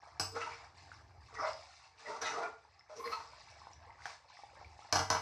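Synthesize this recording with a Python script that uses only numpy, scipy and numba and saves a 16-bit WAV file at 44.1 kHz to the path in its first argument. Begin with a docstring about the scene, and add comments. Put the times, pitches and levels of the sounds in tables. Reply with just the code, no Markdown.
"""Stirring thick curry on a gas stove

A steel spoon stirs thick curry in a nonstick pan, heard from just above in a small tiled kitchen.
Stick-slip friction drives the scrapes: each slip shakes the pan and rasps the edge; pressure squeezes gravy.
Air pockets ring as damped bubbles, steam fizzes as a dense swarm of them, and filtered noise is the flame.
Blows excite the modes of spoon, pan and stove; at the end the spoon is knocked twice on the rim."""
import sys
import numpy as np
from scipy import signal
from scipy.fft import rfft, irfft
from scipy.io import wavfile
from numba import njit

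SR = 44100
rng = np.random.default_rng(int(sys.argv[2]) if len(sys.argv) > 2 else 0)


def inscribe(sig):
    """Save sig as 16-bit PCM at rate SR to the path in sys.argv[1].

    A 1-D sig is mono; a 2-D sig holds one channel per row.
    Samples are clipped to [-1, 1] before scaling.
    """
    pcm = np.round(np.clip(np.atleast_2d(sig).T, -1, 1) * 32767)
    wavfile.write(sys.argv[1], SR, pcm.astype(np.int16))


N = 230005

# modes of the pan: (frequency [Hz], relative level [dB])
PAN_MODES = [(452, -3.5), (628, 5), (756, 5.5), (962, 11), (1019, 7.5), (1190, -5), (1265, -5), (1325, -1),
             (1522, 1), (1998, -4), (4300, -6), (5230, -9.5)]


def undb(db):
    """Logarithmic levels: decibels become an amplitude gain."""
    return 10 ** (np.asarray(db) / 20)


def unit(x):
    """Power normalisation: scale a sound to rms 1."""
    return x / np.sqrt(np.mean(x ** 2))


def unit_energy(x):
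    """Energy normalisation: scale a response to energy 1."""
    return x / np.sqrt(np.sum(x ** 2))


def curves(rows):
    """Linear interpolation: the columns of a timed table, one value per sample."""
    s, *columns = np.transpose(rows)
    return [np.interp(np.arange(N) / SR, s, c) for c in columns]


def through(x, response):
    """Linear filtering: convolve a sound with an impulse response."""
    return signal.oaconvolve(x, response)[:N]


def add(out, s, sound):
    """Superposition: mix a sound in at time s."""
    i = max(int(s * SR), 0)
    out[i:i + len(sound)] += sound[:max(N - i, 0)]


def colour(points, size=2048):
    """Minimum phase: folding the cepstrum gives a causal response with the given spectrum."""
    hz, db = np.transpose(points)
    bins_hz = np.arange(size // 2 + 1) * SR / size
    gain = undb(np.interp(np.log(bins_hz + 1), np.log(hz), db))
    cepstrum = irfft(np.log(gain))
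    cepstrum[1:size // 2] *= 2
    cepstrum[size // 2 + 1:] = 0
    return unit_energy(irfft(np.exp(rfft(cepstrum))))


def fade(t, t60):
    """Exponential damping: 60 dB down after t60."""
    return np.exp(-np.log(1000) * t / t60)


def ring(modes):
    """Modal superposition: damped sines, neighbours swinging in opposite senses."""
    t = np.arange(SR // 2) / SR
    total = np.zeros(len(t))
    for k, (hz, db, t60) in enumerate(modes):
        total += (-1) ** k * undb(db) * fade(t, t60) * np.sin(2 * np.pi * hz * t)
    return unit_energy(total)


def pan_ring(t60):
    """Modal damping: all the pan's modes die away at one given rate."""
    return ring([(hz, db, t60) for hz, db in PAN_MODES])


def wander(rate):
    """Band-limited chance: smooth noise changing about rate times a second, spread near 1."""
    values = rng.standard_normal(N // 20)
    return 1.1 * np.interp(np.arange(N) / SR * rate, np.arange(len(values)), values)


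def clicks(rate, spread_db):
    """Random impulse process: rate clicks a second on average, of scattered sizes, rms 1."""
    present = rng.random(N) < rate / SR
    sign = rng.choice([-1, 1], N)
    size_db = spread_db * np.minimum(rng.exponential(size=N), np.pi)
    return unit(present * sign * undb(size_db))


def bubble(hz, cycles, glide, onset_cycles=.5):
    """Cavity resonance: an air pocket rings, 60 dB down after some cycles, rising in pitch as it opens."""
    t = np.arange(int(SR * cycles / hz) + 2) / SR
    age = t * hz / cycles
    onset = 1 - np.exp(-(t * hz / onset_cycles) ** 2)
    return fade(age, 1) * onset * np.sin(2 * np.pi * hz * t * (1 + glide * age))


def froth(centre_hz, octaves, spread_db, cycles, count):
    """Incoherent sum: a swarm of bubbles of scattered time, pitch and size, rms 1."""
    out = np.zeros(N)
    draws = zip(rng.random(count), rng.standard_normal(count), rng.exponential(size=count))
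    for when, pitch, size in draws:
        hz = min(centre_hz * 2 ** (octaves * pitch), SR / np.pi)
        gain = undb(spread_db * min(size, np.pi))
        add(out, when * N / SR, gain * bubble(hz, cycles, glide=0.073, onset_cycles=1.5))
    return unit(out)


@njit
def resonate(x, hz, width):
    """State-variable resonance: a band-pass whose centre may move, gain 1 at the centre."""
    y, band, low = np.empty(len(x)), 0., 0.
    for i in range(len(x)):
        g, k = np.tan(np.pi * hz[i] / SR), width / hz[i]
        v = (band + g * (x[i] + 1e-18 - low)) / (1 + g * (g + k))
        band, low, y[i] = 2 * v - band, low + 2 * g * v, k * v
    return y


def swell(start, rise, hold, release, range_db=26):
    """Pressure envelope: climbs range_db over the rise, holds, drops range_db over the release."""
    t = np.arange(N) / SR - start
    return undb(-range_db * (np.maximum(-t, 0) / rise + np.maximum(t - hold, 0) / release))


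def burner():
    """Turbulent combustion: the flame flutters under the pan as low, coloured noise."""
    # flutter spectrum: (frequency [Hz], level [dB per Hz])
    flutter = [(20, -19), (45, -11.5), (70, 4), (97, 2.5), (125, -3.5), (145, -8.5), (200, -20.5),
               (350, -15.5), (700, -26), (2000, -56)]
    # strength of the flutter: (time [s], relative level [dB])
    flame = [(0, -75), (.13, -66), (.65, -65), (.98, -60.5), (1.5, -62), (1.8, -75), (2.85, -72),
             (3.85, -62.5), (4.35, -77), (4.67, -57), (4.8, -66)]
    level_db, = curves(flame)
    return through(rng.standard_normal(N), colour(flutter)) * undb(level_db - 1)


def gravy_levels(rise_s=.015, settle_s=.04, flare_db=11, flare_s=.25):
    """Surface cooling: a wave squelches while it moves; its sizzle flares, then sinks as the metal cools."""
    # gravy pushed over hot metal:
    # (start [s], length [s], relative sizzle level [dB], relative squelch level [dB])
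    waves = [(0, .17, -66.5, -61), (.36, .3, -56, -60), (.74, .27, -62.5, -63.5), (1.2, .22, -64.5, -66),
             (1.43, .08, -52, -62), (1.52, .34, -58.5, -66), (1.97, .53, -58.5, -58), (3.08, .6, -55, -62),
             (3.7, .3, -69, -66), (4.06, .08, -59, -64), (4.28, .46, -59.5, -63), (4.77, .45, -61, -61)]
    t = np.arange(N) / SR
    steam, wet = undb(-76.5), undb(-69.5)  # gravy at rest
    for s, length, sizzle, squelch in waves:
        age = np.maximum(t - s, 0)
        settling = np.exp(-np.maximum(age - length, 0) / settle_s)
        moving = (1 - np.exp(-age / rise_s)) * settling
        cooling_db = flare_db * (1 - np.exp(-age / flare_s))
        steam = np.hypot(steam, moving * undb(sizzle - cooling_db))
        wet = np.hypot(wet, moving * undb(squelch))
    return 20 * np.log10([steam, wet])


def simmering(squelch_db=-3, sizzle_db=-2.5, cluster_db=2.0, spit_db=-8):
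    """Bubble acoustics: low pockets squelch in clusters; steam fizzes and spits on bare metal."""
    # fizz spectrum: (frequency [Hz], level [dB per Hz])
    sizzle = [(1500, 4), (2400, 2.5), (3200, -6.5), (4300, 1.5), (5300, 2.5), (6500, -3.5), (8000, -2),
              (10000, -12), (14000, -48)]
    steam_db, wet_db = gravy_levels()
    pockets = froth(centre_hz=930, octaves=0.33, spread_db=2.3, cycles=22, count=950)
    small = froth(centre_hz=1880, octaves=0.22, spread_db=3.2, cycles=30, count=700)
    pockets = pockets + undb(-7.5) * small
    swarm = froth(centre_hz=4580, octaves=0.633, spread_db=2, cycles=29.4, count=8000)
    fizz = unit(through(swarm, colour(sizzle)))
    spits = froth(centre_hz=5100, octaves=.12, spread_db=3, cycles=70, count=260)
    steam = (fizz + undb(spit_db) * spits) * undb(steam_db + sizzle_db + 2 * wander(rate=22))
    return pockets * undb(wet_db + squelch_db + cluster_db * wander(rate=28)) + steam


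def plopping(snap_db=-5):
    """Damped cavity resonance: pockets burst with a snap and a ring, a few tiny high ones spitting like fizz."""
    # pockets opening, and at 4.056 s the spoon slapping down close by:
    # (time [s], relative peak level [dB], starting pitch [Hz], ring length [cycles])
    bursts = [(0.033, -42.5, 834, 17), (0.917, -35.5, 1440, 19), (1.422, -37, 612, 37),
              (1.533, -35, 4960, 33), (2.65, -47, 910, 20), (2.794, -50, 5180, 130), (2.809, -50, 2010, 26),
              (2.897, -48, 600, 25), (3.076, -34, 2010, 45), (3.333, -45, 990, 38),
              (3.617, -42.5, 1035, 32), (3.67, -32.5, 947, 11), (3.708, -44.5, 860, 19),
              (3.733, -46, 5700, 90), (3.896, -49, 915, 53), (3.905, -47, 2020, 38), (3.947, -53, 1890, 36),
              (4.006, -43, 1500, 16), (4.02, -40, 1950, 19), (4.0562, -18, 1620, 6.4),
              (4.245, -50, 900, 24), (4.302, -46, 1000, 24), (4.37, -45, 1950, 30), (4.39, -45, 800, 22),
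              (4.435, -38, 807, 20), (4.613, -39, 755, 17), (4.646, -46, 2300, 45),
              (4.791, -39.5, 820, 15.6), (4.848, -43, 840, 24)]
    out = np.zeros(N)
    for s, db, hz, cycles in bursts:
        add(out, s, undb(db) * bubble(hz, cycles, glide=0.05))
        add(out, s, undb(db + snap_db) * bubble(1.55 * hz, cycles=3.6, glide=0.12))
    return out


def chatter(t60, tail_db, bite_t60=0.016):
    """Contact noise: a few milliseconds of hard contact, then a dense, quickly dying buzz."""
    t = np.arange(SR // 4) / SR
    bite = unit_energy(rng.standard_normal(len(t)) * fade(t, bite_t60))
    buzz = unit_energy(rng.standard_normal(len(t)) * fade(t, t60))
    return unit_energy(bite + undb(tail_db) * buzz)


def bounces(span_s=.06, count=12):
    """Repeated impact: one blow, then the spoon skips on with lighter, unevenly timed touches."""
    out = np.zeros(SR // 4)
    when = rng.random(count)
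    touch = (when * span_s * SR).astype(int)
    out[touch] = .35 * np.exp(-when) * rng.choice([-1, 1], count)
    out[0] = 1
    return unit_energy(out)


def knocking(body_db=-2, pan_db=-4, clink_db=-1, spoon_db=-3, thud_db=-5, rim_db=-3):
    """Impact excitation: a blow rattles spoon on pan, rings both and rocks the pan on its grate."""
    # steel on pan: (time [s], then relative levels [dB] of pan body, contact clink, spoon ring,
    # stove thud, rattle, rim ring)
    blows = [(0.197, -12, -8, -4.5, -12, 8, -17), (2.217, -15, -21, -30, -42, 2, -32),
             (2.256, -17, -45, -47, -41, 2, -30), (4.057, -19, -27, -38, -42, -2, -42),
             (4.9255, -1.5, -2.5, -14, -8, 5, -6), (4.955, -4, -9, -17, -11, 15, -11),
             (4.9605, -9, -16, -30, -20, -2, -14), (4.969, -10, -20, -30, -20, 0, -20),
             (4.9915, -5.5, -12, -22, -7, 7, -16), (5.102, -1, -4.5, -37, -9, 0, -7.5),
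             (5.113, -10, -19, -37, -22, 2, -17), (5.127, -11, -18, -37, -20, -4, -22),
             (5.15, -8, -21, -25.5, -10, 5, -18), (5.168, -12, -26, -37, -16, 0, -26)]
    # contact spectra of body and clink: (frequency [Hz], level [dB per Hz])
    body_colour = [(40, -10), (150, -22), (350, -11), (550, -10), (750, 2.5), (1100, 2), (1600, 0),
                   (1880, -16), (2250, -10), (2550, -16), (3000, -11), (3500, -17), (4200, -17),
                   (8000, -57)]
    clink_colour = [(500, -15.5), (2800, -19), (3500, -27), (4300, -5.5), (5300, -2), (6300, -6.5),
                    (7500, -21), (9500, -22), (12000, -28), (14000, -39)]
    # modes of spoon, spoon-choked rim, and pan on grate: (frequency [Hz], relative level [dB], t60 [s])
    spoon_modes = [(1453, -13, .12), (1660, -16, .05), (2530, -10, .09), (2772, -9, .09), (2950, -11, .07),
                   (3950, -17, .07), (4400, -12, .05), (5001, 1, .13), (5071, -1, .11), (5230, -4, .11),
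                   (5329, -6, .07), (6008, -3, .05), (6153, -6, .05), (6471, -14, .08), (6853, -12, .1),
                   (7950, -2, .1), (7985, -9, .07), (10990, -17, .09), (11950, -21, .09), (12560, -24, .1),
                   (13450, -23, .09)]
    rim_modes = [(1540, -11, .1), (2180, -15, .09), (2320, -14, .1), (2902, -15, .12), (4172, -5, .08),
                 (4300, 0, .09), (4689, -7, .08), (5195, -2, .08), (5330, 3, .045), (5650, 1, .03),
                 (5830, -1, .03), (6300, -6, .03)]
    stove_modes = [(96, 2.5, 0.88), (144, 2, 0.26), (200.5, 1, 0.19), (300, 1, .16), (452, 2.5, .22)]
    push, clink, strike, spoon, rock, rim = np.zeros((6, N))
    for s, body, contact, steel, thud, rattle, edge in blows:
        add(push, s, undb(body) * chatter(t60=0.15, tail_db=rattle))
        add(clink, s, undb(contact) * chatter(t60=0.14, tail_db=rattle - 8.5))
        add(strike, s, undb([body]))
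        add(spoon, s, undb(steel) * bounces())
        add(rock, s, undb([thud]))
        add(rim, s, undb([edge]))
    out = undb(body_db) * through(push, colour(body_colour))
    out += undb(clink_db) * through(clink, colour(clink_colour))
    out += undb(pan_db) * through(strike, pan_ring(.24))
    out += undb(spoon_db) * through(spoon, ring(spoon_modes))
    out += undb(rim_db) * through(rim, ring(rim_modes))
    return out + undb(thud_db) * through(rock, ring(stove_modes))


def spoon_forces(dulling_db_per_s=45):
    """Contact forces: pressure on the pan, load on its floor and bite of the edge."""
    # strokes along the floor: (full pressure at [s], rise [s], hold [s], release [s],
    # relative level [dB], relative floor groan [dB], relative edge rasp [dB])
    strokes = [(.352, .02, .06, .3, -49.5, -56, -53.5), (1.405, .1, .065, .1, -45, -61, -64),
               (2.085, .15, .07, .2, -55, -54, -56), (2.222, .02, .225, .085, -48, -50, -50.5),
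               (2.897, .015, .03, .2, -57, -68, -63), (3.07, .07, .12, .26, -55.5, -63, -58),
               (4.055, .08, .05, .07, -58, -74, -53.5)]
    # the spoon catches and shoves:
    # (middle [s], length [s], relative shove [dB], relative groan [dB], relative rasp [dB])
    catches = [(.335, .04, -62, -49, -66), (.362, .04, -43.5, -38.5, -60), (.414, .035, -44, -53, -50),
               (.468, .03, -50, -62, -64), (1.355, .055, -57, -54, -56), (1.396, .04, -44, -43, -68),
               (1.443, .055, -39, -56, -61), (1.485, .05, -47, -64, -56), (2.108, .08, -50, -44, -53),
               (2.167, .035, -50, -52, -57), (2.228, .04, -43, -40, -44), (2.275, .06, -49, -56, -47),
               (2.31, .06, -47, -47, -53), (2.385, .07, -45, -43, -53), (2.43, .05, -49, -51, -62),
               (2.468, .05, -54, -42, -66), (2.985, .08, -66, -43, -57), (3.065, .1, -57, -43, -56),
               (3.127, .04, -52, -47, -48), (3.21, .04, -56, -68, -66)]
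    t = np.arange(N) / SR
    gliding, caught = np.zeros((2, 3, N))
    for s, rise, hold, release, db, load, rasp in strokes:
        effort = swell(s, rise, hold, release)
        gliding[0] += effort * undb(db)
        gliding[1] += effort * undb(load)
        # gravy creeps under the edge and quiets it
        gliding[2] += effort * undb(rasp - dulling_db_per_s * np.maximum(t - s, 0))
    for s, length, *levels in catches:
        for force, db in zip(caught, levels):
            add(force, s - length / 2, undb(db) * np.hanning(int(length * SR)))
    return np.hypot(gliding, caught)


def scraping(ring_db=-6, groan_db=-5, rasp_db=-1, body_db=-7, slosh_db=-8, hollow_db=-5, rock_db=-16):
    """Stick-slip friction: each slip shakes the pan and rasps the edge, while the pressure squeezes gravy."""
    # spectra of pan shake, edge rasp and rocking grate: (frequency [Hz], level [dB per Hz])
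    scrape = [(40, -63), (120, -34), (200, -17.5), (340, -14), (600, -1.5), (800, -9), (1250, 2.5),
              (1650, -5), (2100, -.5), (2600, -14), (3300, -18), (6000, -85.5)]
    rasp_colour = [(700, -13), (1400, -6), (2000, 9), (2500, 4.5), (3200, -7.5), (4000, 0), (5000, 1),
                   (5900, 0), (7000, -9), (9000, -15), (11000, -38), (14000, -66)]
    grate = [(60, -23.5), (130, -11), (250, 3), (330, 1.5), (600, -30), (3000, -90)]
    # resonance of the hollow between spoon and gravy, lower as it opens: (time [s], frequency [Hz])
    hollow_pitch = [(.35, 1190), (.43, 1350), (.49, 1050), (1.39, 1200), (1.44, 1100), (1.47, 900),
                    (1.53, 800), (2.05, 1230), (2.126, 1050), (2.258, 1350), (2.34, 1300), (2.424, 980),
                    (2.95, 900), (3.126, 1250), (3.25, 1000)]
    # a stroke over dried crust: (full pressure at [s], rise [s], hold [s], release [s], level [dB])
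    dried_crust = (3.0, .04, .13, .05, -67)
    # the edge grabs and lets go unevenly
    press, groan, edge = spoon_forces() * undb(1.74 * wander(rate=90))
    slips = clicks(rate=1600, spread_db=3)
    grit = unit(slips + clicks(rate=5400, spread_db=5.5))
    shake = undb(body_db) * through(slips * press, colour(scrape))
    # the slips also ring the changing hollow under the spoon
    hollow_hz, = curves(hollow_pitch)
    narrow = resonate(slips, hollow_hz, 260.)
    hollow = undb(hollow_db) * press * unit(resonate(narrow, hollow_hz, 900.))
    # the pressed spoon damps the pan
    damped = unit_energy(through(pan_ring(.11), colour(scrape)))
    modes = undb(ring_db) * through(slips * press, damped)
    # friction keeps the lowest mode groaning when the spoon bears down on the middle
    groan_hz = PAN_MODES[0][0] * (1 + .06 * wander(rate=160))
    phase = 2 * np.pi * np.cumsum(groan_hz) / SR
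    shudder = undb(1.5 * wander(rate=53))
    floor = undb(groan_db) * groan * unit(np.sin(phase) * shudder)
    # and the same force rocks the pan on its grate
    floor += undb(rock_db) * through(slips * groan, colour(grate))
    squeezed = froth(centre_hz=1123, octaves=0.42, spread_db=2, cycles=40, count=1300)
    slosh = undb(slosh_db) * press * squeezed
    rasp = undb(rasp_db) * through(grit * edge, colour(rasp_colour))
    *timing, crust_db = dried_crust
    crust = grit * swell(*timing) * undb(crust_db)
    return shake + hollow + modes + floor + slosh + rasp + crust


def scratching():
    """Selective resonance: friction rings single narrow resonances as the spoon turns and travels."""
    # resonances of spoon and pan:
    # (middle [s], length [s], frequency [Hz], width of each filter pass [Hz], relative level [dB])
    scratches = [(.378, .04, 1330, 200, -46), (.415, .03, 2050, 300, -50), (.425, .05, 2750, 400, -54),
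                 (.425, .05, 1300, 200, -47), (.475, .035, 950, 100, -46), (.53, .09, 2200, 700, -57),
                 (1.368, .035, 1950, 130, -52), (1.405, .05, 1200, 250, -46), (1.405, .04, 2000, 200, -54),
                 (1.42, .12, 5200, 900, -58), (1.44, .035, 2050, 170, -52), (1.452, .06, 1400, 150, -47),
                 (1.46, .11, 625, 70, -44.5), (1.488, .04, 2120, 200, -55), (2.072, .06, 1950, 200, -52),
                 (2.1, .14, 590, 70, -56), (2.125, .15, 930, 80, -54.5), (2.125, .13, 1365, 90, -54.5),
                 (2.223, .03, 5750, 600, -48), (2.235, .04, 1600, 400, -48), (2.275, .08, 1990, 150, -45),
                 (2.28, .09, 2480, 200, -54), (2.275, .06, 2870, 250, -56), (2.255, .09, 3850, 800, -52),
                 (2.29, .13, 5800, 800, -56), (2.29, .12, 930, 90, -51), (2.365, .08, 1200, 140, -47),
                 (2.41, .13, 690, 150, -46), (2.445, .1, 1410, 90, -48), (2.45, .05, 2320, 220, -56),
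                 (2.925, .08, 610, 80, -58), (2.975, .06, 5600, 1200, -62), (3.055, .06, 4900, 500, -62),
                 (3.058, .045, 4230, 250, -60), (3.066, .05, 1900, 200, -56), (3.13, .04, 4260, 250, -51),
                 (3.135, .04, 2200, 700, -55), (3.13, .035, 1100, 200, -46), (3.175, .11, 950, 80, -52)]
    out = np.zeros(N)
    for s, length, hz, width, db in scratches:
        n = int(length * SR)
        centre = np.full(n, float(hz))
        grit = rng.standard_normal(n)
        tone = resonate(resonate(grit, centre, float(width)), centre, float(width))
        add(out, s - length / 2, undb(db) * unit(tone * np.hanning(n)))
    return out


def surging():
    """Air entrainment: heaved gravy folds over and swallows large, round air pockets."""
    # the heave: (full at [s], rise [s], hold [s], release [s], relative level [dB])
    heave = (1.43, .06, .055, .07, -45)
    *timing, db = heave
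    pockets = froth(centre_hz=900, octaves=.28, spread_db=1.2, cycles=35, count=2600)
    return undb(db) * swell(*timing) * pockets


def squeaking(waver=.045, overtone_db=-18):
    """Friction self-oscillation: for a few cycles the slips fall into step and make a rough tone."""
    # short squeaks of the juddering edge: (start [s], length [s], mean pitch [Hz], relative level [dB])
    squeaks = [(2.996, .022, 1045, -46), (3.036, .028, 1110, -44), (3.117, .027, 1270, -39.5)]
    out = np.zeros(N)
    for s, length, hz, db in squeaks:
        n = int(length * SR)
        phase = 2 * np.pi * np.cumsum(hz * (1 + waver * wander(rate=600)[:n])) / SR
        tone = np.sin(phase) + undb(overtone_db) * np.sin(2 * phase)
        add(out, s, undb(db) * unit(np.hanning(n) ** .5 * tone))
    return out


def kitchen(x, t60=0.34, wet_db=-2, build_s=0.002, side_db=-11):
    """Diffuse reverberation: close hard walls return a short dense wash, differing mostly in the treble."""
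    # spectrum of the difference between the two channels: (frequency [Hz], level [dB per Hz])
    difference = [(100, -7), (1000, -13), (2000, -8), (5000, -4.5), (8500, 7), (13000, -7.5)]
    t = np.arange(SR // 2) / SR
    shape = fade(t, t60) * (1 - np.exp(-(t / build_s) ** 2))
    mid = unit_energy(rng.standard_normal(len(t)) * shape)
    side = unit_energy(rng.standard_normal(len(t)) * shape)
    side = undb(side_db) * signal.oaconvolve(side, colour(difference))
    opposite = np.array([[1], [-1]])
    return x + undb(wet_db) * (through(x, mid) + opposite * through(x, side))


def scene(plop_wet_db=-3):
    """Direct and reverberant sound: the plops face straight up and are drier; the flame has no echo."""
    plops = plopping()
    share = undb(plop_wet_db)
    spoon = scraping() + scratching() + squeaking() + knocking()
    gravy = surging() + simmering() + share * plops
    return kitchen(spoon + gravy) + (1 - share) * plops + burner()


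def record(dry, low_hz=40, top_hz=14400):
    """Band limiting: the microphone loses the lowest rumble and its top is cut steeply."""
    dry = signal.sosfilt(signal.butter(2, low_hz, "high", fs=SR, output="sos"), dry)
    return signal.sosfilt(signal.ellip(10, .2, 70, top_hz, fs=SR, output="sos"), dry)


dry = scene()
out = record(dry)
inscribe(out)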